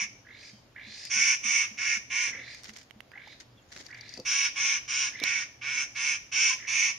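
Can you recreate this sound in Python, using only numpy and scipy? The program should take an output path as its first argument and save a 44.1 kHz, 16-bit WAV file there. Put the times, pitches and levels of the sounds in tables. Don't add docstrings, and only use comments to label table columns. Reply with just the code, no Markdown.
import sys
import numpy as np
from scipy import signal
from scipy.fft import rfft, irfft, next_fast_len
from scipy.io import wavfile
from scipy.ndimage import uniform_filter1d, map_coordinates

SR = 44100
rng = np.random.default_rng(int(sys.argv[2]) if len(sys.argv) > 2 else 0)


def wav_out(sig):
    wavfile.write(sys.argv[1], SR, np.round(np.clip(np.atleast_2d(sig).T, -1, 1) * 32767).astype(np.int16))


N = 307818
T = np.arange(N) / SR

SCOLDING_CALLS = [(-.2, 0.24, 141.9, 22.8, 16, 0.52, 0.53, -28.5, -27.5, -39, -47, -46, -3, 3.2),
                  (1.097, 0.25, 140.5, 15.3, 9.66, 0.62, 0.78, -28, -23.5, -36, -40, -45, -2.5, 3.7),
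                  (1.43, 0.22, 138.9, 25.6, 16.8, .54, 0.66, -28, -25.5, -37.5, -43, -46, -5.5, 2.3),
                  (1.772, 0.2, 142.9, 17.2, 9.73, 0.65, 0.73, -29, -30.5, -40.5, -43, -48.5, 0, 3),
                  (2.097, 0.2, 146.7, 23.8, 18, 0.58, .55, -29.5, -30, -39.5, -45, -47, 0, 3),
                  (4.249, 0.23, 138.9, 24, 10, 0.62, 0.93, -43, -27, -32.5, -40.5, -46, -6.5, 0.65),
                  (4.554, 0.22, 138.9, 24.2, 17.8, 0.66, 0.66, -37, -28.5, -35, -41, -45, -3.5, 2.04),
                  (4.876, 0.21, 136.5, 23, 14.5, 0.59, 0.71, -47, -28.5, -35, -42, -46.5, -2.5, 1),
                  (5.215, .215, 141.4, 25.8, 15, .48, 0.24, -29.5, -33.5, -39.5, -41.5, -46, 5, 2),
                  (5.611, .229, 148.9, 23, 11.84, .64, 0.84, -36, -35, -41.5, -41.5, -48, 10.5, 4.12),
                  (5.948, 0.21, 147.3, 21.6, 19.5, 0.61, 0.66, -36.5, -30.5, -38.5, -41, -47.5, 1, 3.9),
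                  (6.315, 0.22, 144.6, 33, 17.5, .58, 0.61, -30.5, -25, -34, -47.5, -44.5, 1, 3.04),
                  (6.669, 0.24, 144.6, 29, 11.6, 0.69, 0.68, -27.5, -27, -35.5, -50.5, -45, -1.5, 2.5)]


def amp(db):
    return 10 ** (np.asarray(db) / 20)


def unit(x):
    return x / np.sqrt(np.mean(x ** 2) + 1e-20)


def along(points, hz):
    f, v = np.transpose(points)
    return np.interp(np.log(hz + 1), np.log(f + 1), v)


def wobble(rate):
    knots = rng.standard_normal(int(N * rate / SR) + 4)
    return map_coordinates(knots, [T * rate])


def filtered(x, response):
    m = next_fast_len(N + SR // 2)
    return irfft(rfft(x, m) * response(np.fft.rfftfreq(m, 1 / SR)), m)[..., :N]


def causal(gain):
    c = irfft(np.log(gain + 1e-6))
    c[1:len(c) // 2] *= 2
    c[len(c) // 2 + 1:] = 0
    return np.exp(rfft(c))


def bell(hz, centre_hz, width_hz):
    return 1 / (1 + (2 * (hz - centre_hz) / width_hz) ** 2)


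def add(out, s, sound, pan_db):
    part = out[:, round(s * SR):][:, :len(sound)]
    part += amp([[pan_db / 2], [-pan_db / 2]]) * sound[:part.shape[1]]


def scattered(x, t60, channels):
    t = np.arange(SR // 20) / SR
    tail = rng.standard_normal((channels, len(t))) * amp(-60 * t / t60)
    return signal.fftconvolve(x[None], tail / np.linalg.norm(tail[0]), axes=1)[:, :N]


def echoes(x, delay_s):
    # frequency_hz, t60_s
    decay_times = [(500, 0.68), (2200, 0.44), (6000, 0.54), (12000, 0.68)]
    hz, t, z = signal.stft(rng.standard_normal((2, SR // 2)), SR, nperseg=256)
    decay = amp(-60 * t / along(decay_times, hz)[:, None])
    tail = signal.istft(z * decay, SR, nperseg=256)[1]
    delayed = np.pad(x, (round(delay_s * SR), 0))
    return signal.fftconvolve(delayed[None], tail / np.linalg.norm(tail[0]), axes=1)[:, :N]


def murmur(level_db=-61, patchy_db=.8):
    # frequency_hz, level_db (relative)
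    spectrum = [(25, -24), (40, -8.5), (107, -4.5), (180, -11), (267, -6.5), (400, -13), (600, -11.5),
                (1100, -18), (3000, -22.5), (6800, -28.5), (8500, -40), (12000, -36), (15700, -47)]
    # frequency_hz, left_right_likeness (-1 to 1)
    likeness = [(60, 0.97), (190, 0.9), (620, 0.49), (1980, 0.1), (6370, 0.057)]
    z = signal.stft(rng.standard_normal((2, N)), nperseg=512)[2]
    field = uniform_filter1d(rng.standard_normal(z.shape[1:]), size=6, axis=0)
    field = uniform_filter1d(field, size=14, axis=1)
    pair = signal.istft(z * amp(patchy_db * unit(field)), nperseg=512)[1][:, :N]

    def mid_side_gains(f):
        angle = np.arccos(np.clip(along(likeness, f), -1, 1)) / 2
        return amp(along(spectrum, f)) * [np.cos(angle), np.sin(angle)]

    mid, side = filtered(pair, mid_side_gains)
    return amp(level_db) * np.array([mid + side, mid - side]) / np.std(mid)


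def low_hum():
    # centre_hz, width_hz, level_db (mean)
    hum_bands = [(119.2, 13, -66.5)]
    hum = np.zeros(N)
    for centre_hz, width_hz, db in hum_bands:
        band = filtered(rng.standard_normal(N), lambda f: bell(f, centre_hz, width_hz))
        hum += amp(db + wobble(0.71)) * unit(band)
    return hum


def far_birds():
    # start_s, end_s, start_pitch_hz, end_pitch_hz, level_db (relative)
    whistles = [(.5, 0.62, 3210, 3040, -69), (3.098, 3.133, 4780, 5000, -68),
                (3.43, 3.491, 5460, 5300, -73), (3.489, 3.547, 4980, 4410, -74),
                (3.51, 3.545, 5300, 4900, -74), (3.564, 3.602, 8200, 7850, -91),
                (3.566, 3.607, 3500, 3070, -63), (3.57, 3.625, 2740, 2750, -72),
                (3.61, 3.636, 7700, 6200, -69), (3.688, 3.706, 7000, 7250, -68),
                (3.883, 3.92, 6700, 6400, -79), (3.976, 4.001, 6960, 6600, -75)]
    voice = np.zeros((2, N))
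    for start, end, first_hz, last_hz, db in whistles:
        u = np.linspace(0, 1, round((end - start) * SR))
        pitch_hz = first_hz + (last_hz - first_hz) * u ** 1.5
        if last_hz < 3200 < first_hz:
            pitch_hz = pitch_hz + 120 * np.sin(2 * np.pi * 90 * (end - start) * u)
        tone = np.sin(2 * np.pi * np.cumsum(pitch_hz) / SR)
        add(voice, start, amp(db + 3.5) * np.sin(np.pi * u) * tone, 0)
    return voice + amp(-13) * echoes(voice[0], delay_s=0.01)


def hollow_knocks():
    # start_s, level_db (relative), pitch_hz, t60_s
    knock_rows = [(0.019, -51, 205, 0.25), (0.533, -48.5, 210, 0.15), (0.869, -50, 215, 0.29),
                  (1.161, -47.5, 210, 0.26), (1.449, -47, 217, 0.27), (1.713, -47.5, 213.2, 0.16),
                  (1.969, -45.5, 213.5, 0.098), (2.686, -49, 217, 0.24), (2.96, -48.5, 214, 0.17),
                  (3.159, -50.5, 810, 0.07), (3.273, -40, 850, 0.022), (6.5047, -36, 1031, 0.16),
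                  (6.5591, -54, 1018, 0.12)]
    out, t = np.zeros((2, N)), np.arange(SR // 2) / SR
    for s, db, hz, t60 in knock_rows:
        envelope = amp(db + 1.5 - 60 * t / t60) * (1 - np.exp(-t / 0.0012))
        add(out, s, envelope * np.sin(2 * np.pi * hz * t), -1)
    return out


def wing_beats():
    # time_s, level_db (relative), pitch_hz
    beat_rows = [(2.279, -48.5, 519), (2.309, -48.5, 254.6), (2.35, -48, 500), (2.38, -46, 543),
                 (2.399, -47, 527.6), (3.763, -50, 356), (3.805, -49, 252), (4.175, -38, 363.6),
                 (4.195, -35.5, 503), (5.218, -37.5, 288), (5.235, -46, 282.7), (5.257, -47, 211.5)]
    out, t = np.zeros((2, N)), np.arange(SR // 2) / SR
    puff_band = signal.butter(3, [120, 600], "band", fs=SR, output="sos")
    for s, db, hz in beat_rows:
        puff = unit(signal.sosfilt(puff_band, rng.standard_normal(len(t))))
        envelope = amp(db + 4 - 60 * t / 0.07) * (1 - np.exp(-t / 0.009))
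        add(out, s - .004, envelope * (np.sin(2 * np.pi * hz * t) + 0.9 * puff), -1)
    return out


def ticks():
    # start_s, level_db (relative), left_right_db
    tick_rows = [(3.8647, -34, 10), (3.913, -41, -3), (3.9457, -36.5, 3.5), (4.01, -30.5, 9.5),
                 (4.0928, -38.5, 25), (4.1391, -30, 14), (4.175, -30, 10), (4.1996, -30, 7)]
    # pitch_hz, level_db (relative), t60_s
    modes = [(4610, 10.5, 0.026), (5570, 3.5, 0.025), (5950, 6.5, 0.016), (11450, -21, 0.0092)]
    out, t = np.zeros((2, N)), np.arange(SR // 8) / SR
    for s, db, pan in tick_rows:
        ring = np.zeros(len(t))
        for hz, mode_db, t60 in modes:
            ring += amp(mode_db - 60 * t / t60) * np.sin(2 * np.pi * (hz * t + rng.random()))
        rattle = signal.lfilter([1, 0, -1], [1, -1.1, .6], rng.standard_normal(len(t)))
        rattle = rattle * amp(-60 * t / .022)
        add(out, s, amp(db - 17) * (0.92 * ring + 0.11 * rattle), pan)
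    return out


def pebbles():
    # start_s, level_db (relative), ring_hz, left_right_db
    pebble_rows = [(1.0526, -35, 5140, 20), (2.547, -38, 4900, 6), (2.635, -38.5, 5860, -5),
                   (2.644, -37, 5430, 5), (2.6588, -48, 2320, -25), (2.6943, -40.5, 2080, -18),
                   (2.7366, -44, 4630, -8), (2.763, -47, 2340, -26), (2.77, -39.5, 5900, -9),
                   (2.7874, -44, 5470, -11), (2.816, -51, 2340, -20), (2.8314, -49, 5430, -4.5),
                   (2.9, -52, 2390, -10), (2.9091, -44.5, 2200, -25.5), (3.0053, -36, 2070, -14),
                   (3.1173, -47.5, 1660, -21), (3.2766, -44.5, 3730, -9), (3.4031, -44, 4950, 12),
                   (3.7641, -40, 1834, -10), (5.201, -31.5, 3910, -11), (5.2385, -16, 4047, -8.5)]
    overtone_ratio, overtone_db = 1.33, -1
    out, t = np.zeros((2, N)), np.arange(SR // 8) / SR
    for s, db, hz, pan in pebble_rows:
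        crack = signal.lfilter([1, 0, -1], [1, -1.1, .5], rng.standard_normal(len(t)))
        crack = crack * amp(-60 * t / 0.014)
        ring = np.sin(2 * np.pi * hz * t) + amp(overtone_db) * np.sin(2 * np.pi * overtone_ratio * hz * t)
        add(out, s, amp(db) * (0.077 * crack + ring * amp(-60 * t / 0.0076)), pan)
    return out


def hits():
    out = pebbles() + ticks()
    return out + amp(-18) * echoes(out.mean(0), delay_s=.002)


def scuffs(spiky_db=3):
    # loudest_s, level_db, rise_db_per_s, fall_db_per_s
    scuff_rows = [(2.575, -52.5, 1500, 110), (2.637, -50, 1500, 190), (2.695, -46, 900, 900),
                  (2.736, -50.5, 2500, 480), (2.763, -46.5, 2000, 200), (3.404, -45.5, 2500, 520),
                  (3.72, -50, 3004, 60), (3.775, -50, 208, 170)]
    # frequency_hz, level_db (relative)
    spectrum = [(400, -22), (700, -22), (1100, -21.5), (2000, -10), (2600, -19), (5300, -12.5), (6900, -15),
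                (8800, -29.5), (11000, -36.5), (15700, -48)]
    level = sum(amp(db - np.where(T < s, rise * (s - T), fall * (T - s))) for s, db, rise, fall in scuff_rows)
    shared, left, right = rng.standard_normal((3, N))
    unevenness = amp(spiky_db * wobble(500) + 2.2 * wobble(60))
    grains = (shared + 3 * np.array([left, right])) * unevenness
    return level * unit(filtered(grains, lambda f: amp(along(spectrum, f))))


def breath_gate(t, length, attack_s, release_db_per_s):
    return (1 - np.exp(-np.maximum(t, 0) / attack_s)) * amp(-release_db_per_s * np.maximum(t - length, 0))


def trill_controls():
    # start_s, length_s, warble_db (relative), settling_db, start_pitch_hz (before scoop and flicks),
    # flick_rate_hz (at the start), first_flick_head_start (0-1), rasp_db (relative, beak open), opening_s
    trill_rows = [(0.246, 0.25, -49.5, 3, 1797, 51.5, 0.24, -49.5, 0.2),
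                  (0.747, .329, -43, 7.5, 2008, 58.6, .45, -43.5, 0.23),
                  (2.309, 0.24, -37, 9, 1956, 48, 0.36, -45.5, .25),
                  (3.115, 0.22, -45, 7, 1792, 50.5, 0.3, -46, 0.36),
                  (3.883, 0.29, -43, 9, 1888, 48.4, 0.23, -50, .26),
                  (5.118, .095, -42, -2, 1949, 57.2, 0.35, -37, 0.26),
                  (6.581, 0.094, -43.5, -4, 1993, 46.6, 0.46, -53, .25)]
    attack_s, release_db_per_s = 0.011, 900
    warble_top_hz, climb_s = 2255, .15
    scoop_hz, scoop_s = 398, .012
    rasp_shut_hz, rasp_open_hz, rasp_shut_loss_db = 2707, 4925, 26
    slowing_per_s2 = 20
    accent_at_s, accent_s = .035, 0.063
    out = np.zeros((5, N)) + [[0], [0], [rasp_shut_hz], [warble_top_hz], [0]]
    for start, length, warble_db, settle_db, first_hz, rate, head, rasp_db, open_s in trill_rows:
        near = (T > start) & (T < start + length + .05)
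        t = T[near] - start
        gate = breath_gate(t, length, attack_s, release_db_per_s)
        beak = np.minimum(t / open_s, 1)
        away_from_accent = 1 - np.exp(-((t - accent_at_s) / accent_s) ** 2)
        warble_gain = gate * amp(warble_db - settle_db * away_from_accent)
        rasp_gain = gate * amp(rasp_db - rasp_shut_loss_db * (1 - beak) ** 2)
        rasp_hz = rasp_shut_hz + (rasp_open_hz - rasp_shut_hz) * beak
        warble_hz = warble_top_hz - (warble_top_hz - first_hz) * np.exp(-t / climb_s)
        warble_hz -= scoop_hz * np.exp(-t / scoop_s)
        flicks = head + rate * t - slowing_per_s2 * t ** 2 / 2
        out[:, near] = [warble_gain, rasp_gain, rasp_hz, warble_hz, flicks]
    return out


def trill(swing=0.31, rasp_width_hz=1150):
    warble_gain, rasp_gain, rasp_hz, warble_hz, flicks = trill_controls()
    opening = np.clip((rasp_hz - 2800) / 2000, 0, 1)
    flick = np.sin(np.pi * flicks) ** 2

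    pitch_hz = warble_hz * (1 + swing * (.8 + .45 * opening) * (flick ** 2 - .6)) + 100 * wobble(400)
    whistle = np.sin(2 * np.pi * np.cumsum(pitch_hz) / SR)
    hoarse = filtered(rng.standard_normal(N), lambda f: bell(f, 0, 1800) ** 2)
    rough_whistle = amp(1.6 * wobble(150)) * (0.72 + 0.29 * unit(hoarse)) * whistle
    warble = (0.46 + 1.34 * flick ** 1.12) * unit(rough_whistle)

    a, b = filtered(rng.standard_normal((2, N)),
                    lambda f: bell(f, 0, rasp_width_hz) ** 2 + 0.58 * bell(f, 0, 8200) ** 3)
    turn = 2 * np.pi * np.cumsum(rasp_hz) / SR
    noise_band = a * np.cos(turn) + b * np.sin(turn)
    rasp = filtered(noise_band * (0.95 + 0.34 * flick), lambda f: 1 - bell(f, 0, 3300))

    voice = warble_gain * warble + rasp_gain * unit(rasp)
    direct = amp(-6.5) * voice * amp([[-1], [1]])
    near = amp(-12) * scattered(voice, 0.03, channels=2)
    dulled = filtered(voice, lambda f: 1 - 0.57 * bell(f, 0, 6400) ** 2)
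    return direct + near + amp(-5.0) * echoes(dulled, delay_s=0.0023)


def arch(u, top, first, last):
    top = np.clip(top, .1, .9)
    return -np.where(u < top, first * ((top - u) / top) ** 2, last * ((u - top) / (1 - top)) ** 2)


def call_controls():
    # main, upper, middle, low band, clean overtones
    # start_drop_db, end_drop_db (below the loudest point)
    swells = [(12.5, 8.3), (7.5, 7.2), (2.5, 4.5), (2, 3), (3, 4.9)]
    attack_s, release_db_per_s = 0.005, 727
    onset_db, onset_s = 5.5, 0.021
    rate_hz, gains, shoulder_db = np.full(N, 126.), np.zeros((len(swells), N)), np.zeros(N)
    for row in SCOLDING_CALLS:
        start, length, top_hz, first_sag_hz, last_sag_hz, top, loudest, *levels_db, bright_db, above_db = row
        near = (T > start - .02) & (T < start + length + .06)
        t = T[near] - start
        u = np.clip(t / length, 0, 1)
        rate_hz[near] = top_hz + arch(t / length, top, first_sag_hz, last_sag_hz)
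        shape_db = np.array([db + arch(u, loudest, *swell) for db, swell in zip(levels_db, swells)])
        shape_db[1] += bright_db * (u - .5)
        shape_db -= onset_db * np.exp(-np.maximum(t, 0) / onset_s)
        shoulder_db[near] = above_db
        gains[:, near] += amp(shape_db) * breath_gate(t, length, attack_s, release_db_per_s)
    return rate_hz, gains, shoulder_db


def syrinx_claps(cycles, jitter_s=.00005):
    at = np.flatnonzero(np.diff(np.floor(cycles)))
    jitter = np.round(jitter_s * SR * rng.standard_normal(len(at))).astype(int)
    claps = np.zeros(N)
    claps[np.clip(at + jitter, 0, N - 1)] = 1

    def rebound(f):
        later = 0.59 * np.exp(-2j * np.pi * f * 0.0028) + 0.78 * np.exp(-2j * np.pi * f * 0.0042)
        return 1 + later * f ** 6 / (f ** 6 + 840.0 ** 6)

    return filtered(unit(claps), rebound)


def turbulent_air(cycles, edge_hz=1900):
    air = rng.standard_normal(N) * (1.0 + np.exp(-2.5 * (cycles % 1)))
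    return filtered(unit(air), lambda f: f ** 4 / (f ** 4 + edge_hz ** 4))


def vocal_tract(source):
    # frequency_hz, level_db (relative)
    throat_gain = [(600, -37), (820, -33.5), (1350, -23), (1700, -12), (2020, -12.5), (2300, -6.5),
                   (2900, -17.5), (4100, -29.5), (4900, -18), (5250, -6), (6500, -7.5), (7200, -24),
                   (11500, -35.5), (15700, -47)]
    # centre_hz, width_hz, level_db
    resonances = [(2258, 180, 10.5), (2613, 170, 4), (1845, 30, 4), (3110, 65, 0.5), (5853, 720, 7),
                  (6140, 126, -0.5)]

    def tract(f):
        pipe_db = sum(db * bell(f, c, w) for c, w, db in resonances)
        return causal(amp(along(throat_gain, f) + pipe_db))

    def bands(f):
        above = [1 - 1 / (1 + (f / edge_hz) ** 12) for edge_hz in (1900, 2450, 3000, 4400)]
        return np.diff([1 + 0 * f, *above, 0 * f], axis=0)

    return filtered(source, lambda f: tract(f) * bands(f))


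def clean_overtones(rate_hz, cycles):
    # frequency_hz, level_db (relative)
    overtone_levels = [(640, -34), (780, -12), (960, -6), (1110, 0), (1260, -7), (1400, -16), (1600, -5),
                       (1800, -8), (2000, -30)]
    pure = np.zeros(N)
    for k in range(5, 15):
        gain = amp(along(overtone_levels, k * rate_hz) + 2 * wobble(25))
        pure += gain * np.sin(2 * np.pi * (k * cycles + rng.random()))
    return pure


def scold_paths(voice):
    # frequency_hz, left_right_db
    lean = [(300, 2), (1350, -3), (2260, -6.5), (3800, 1.5), (6000, -6.5), (9000, -26.5)]
    # frequency_hz, level_db
    direct_gain = [(800, -3), (2500, -3.5), (4000, -5), (6000, -9.5), (9000, -7), (13000, -32)]
    # frequency_hz, level_db
    stone_gain = [(800, -19), (1500, 2), (2400, -13), (4000, -5.5), (6000, -2.5), (9000, 4.5), (13000, -16)]
    direct = filtered(voice, lambda f: amp(np.outer([.5, -.5], along(lean, f)) + along(direct_gain, f)))
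    short = filtered(voice, lambda f: amp(along(stone_gain, f)))
    which = np.searchsorted([row[0] for row in SCOLDING_CALLS], T)
    close = sum(scattered(short * (which == k + 1), 0.081, channels=2) for k in range(len(SCOLDING_CALLS)))
    return direct + close + amp(-12) * echoes(voice, delay_s=0.0046)


def scold(breath=1.86):
    rate_hz, gains, shoulder_db = call_controls()
    rate_hz = rate_hz * (1 + .003 * wobble(40))
    cycles = np.cumsum(rate_hz) / SR
    source = syrinx_claps(cycles) + breath * turbulent_air(cycles)
    low, main, shoulder, middle, upper = vocal_tract(source)
    pure = clean_overtones(rate_hz, cycles)
    middle = unit(middle) + amp(shoulder_db) * unit(shoulder)
    voice = np.sum(gains * [unit(main), unit(upper), middle, unit(low), unit(pure)], axis=0)
    return scold_paths(voice)


def scene():
    background = murmur() + low_hum() + far_birds()
    ground = hollow_knocks() + wing_beats() + hits() + scuffs()
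    return background + ground + trill() + scold()


def record(dry):
    # centre_hz, width_hz
    notches = [(7670, 810), (9680, 1030)]
    top_hz = 15750

    def holes(f):
        return np.prod([1 - 0.9 * np.exp(-((f - c) / w * 2) ** 4) for c, w in notches], axis=0)

    return filtered(dry, lambda f: holes(f) * (f < top_hz))


dry = scene()
out = record(dry)
wav_out(out)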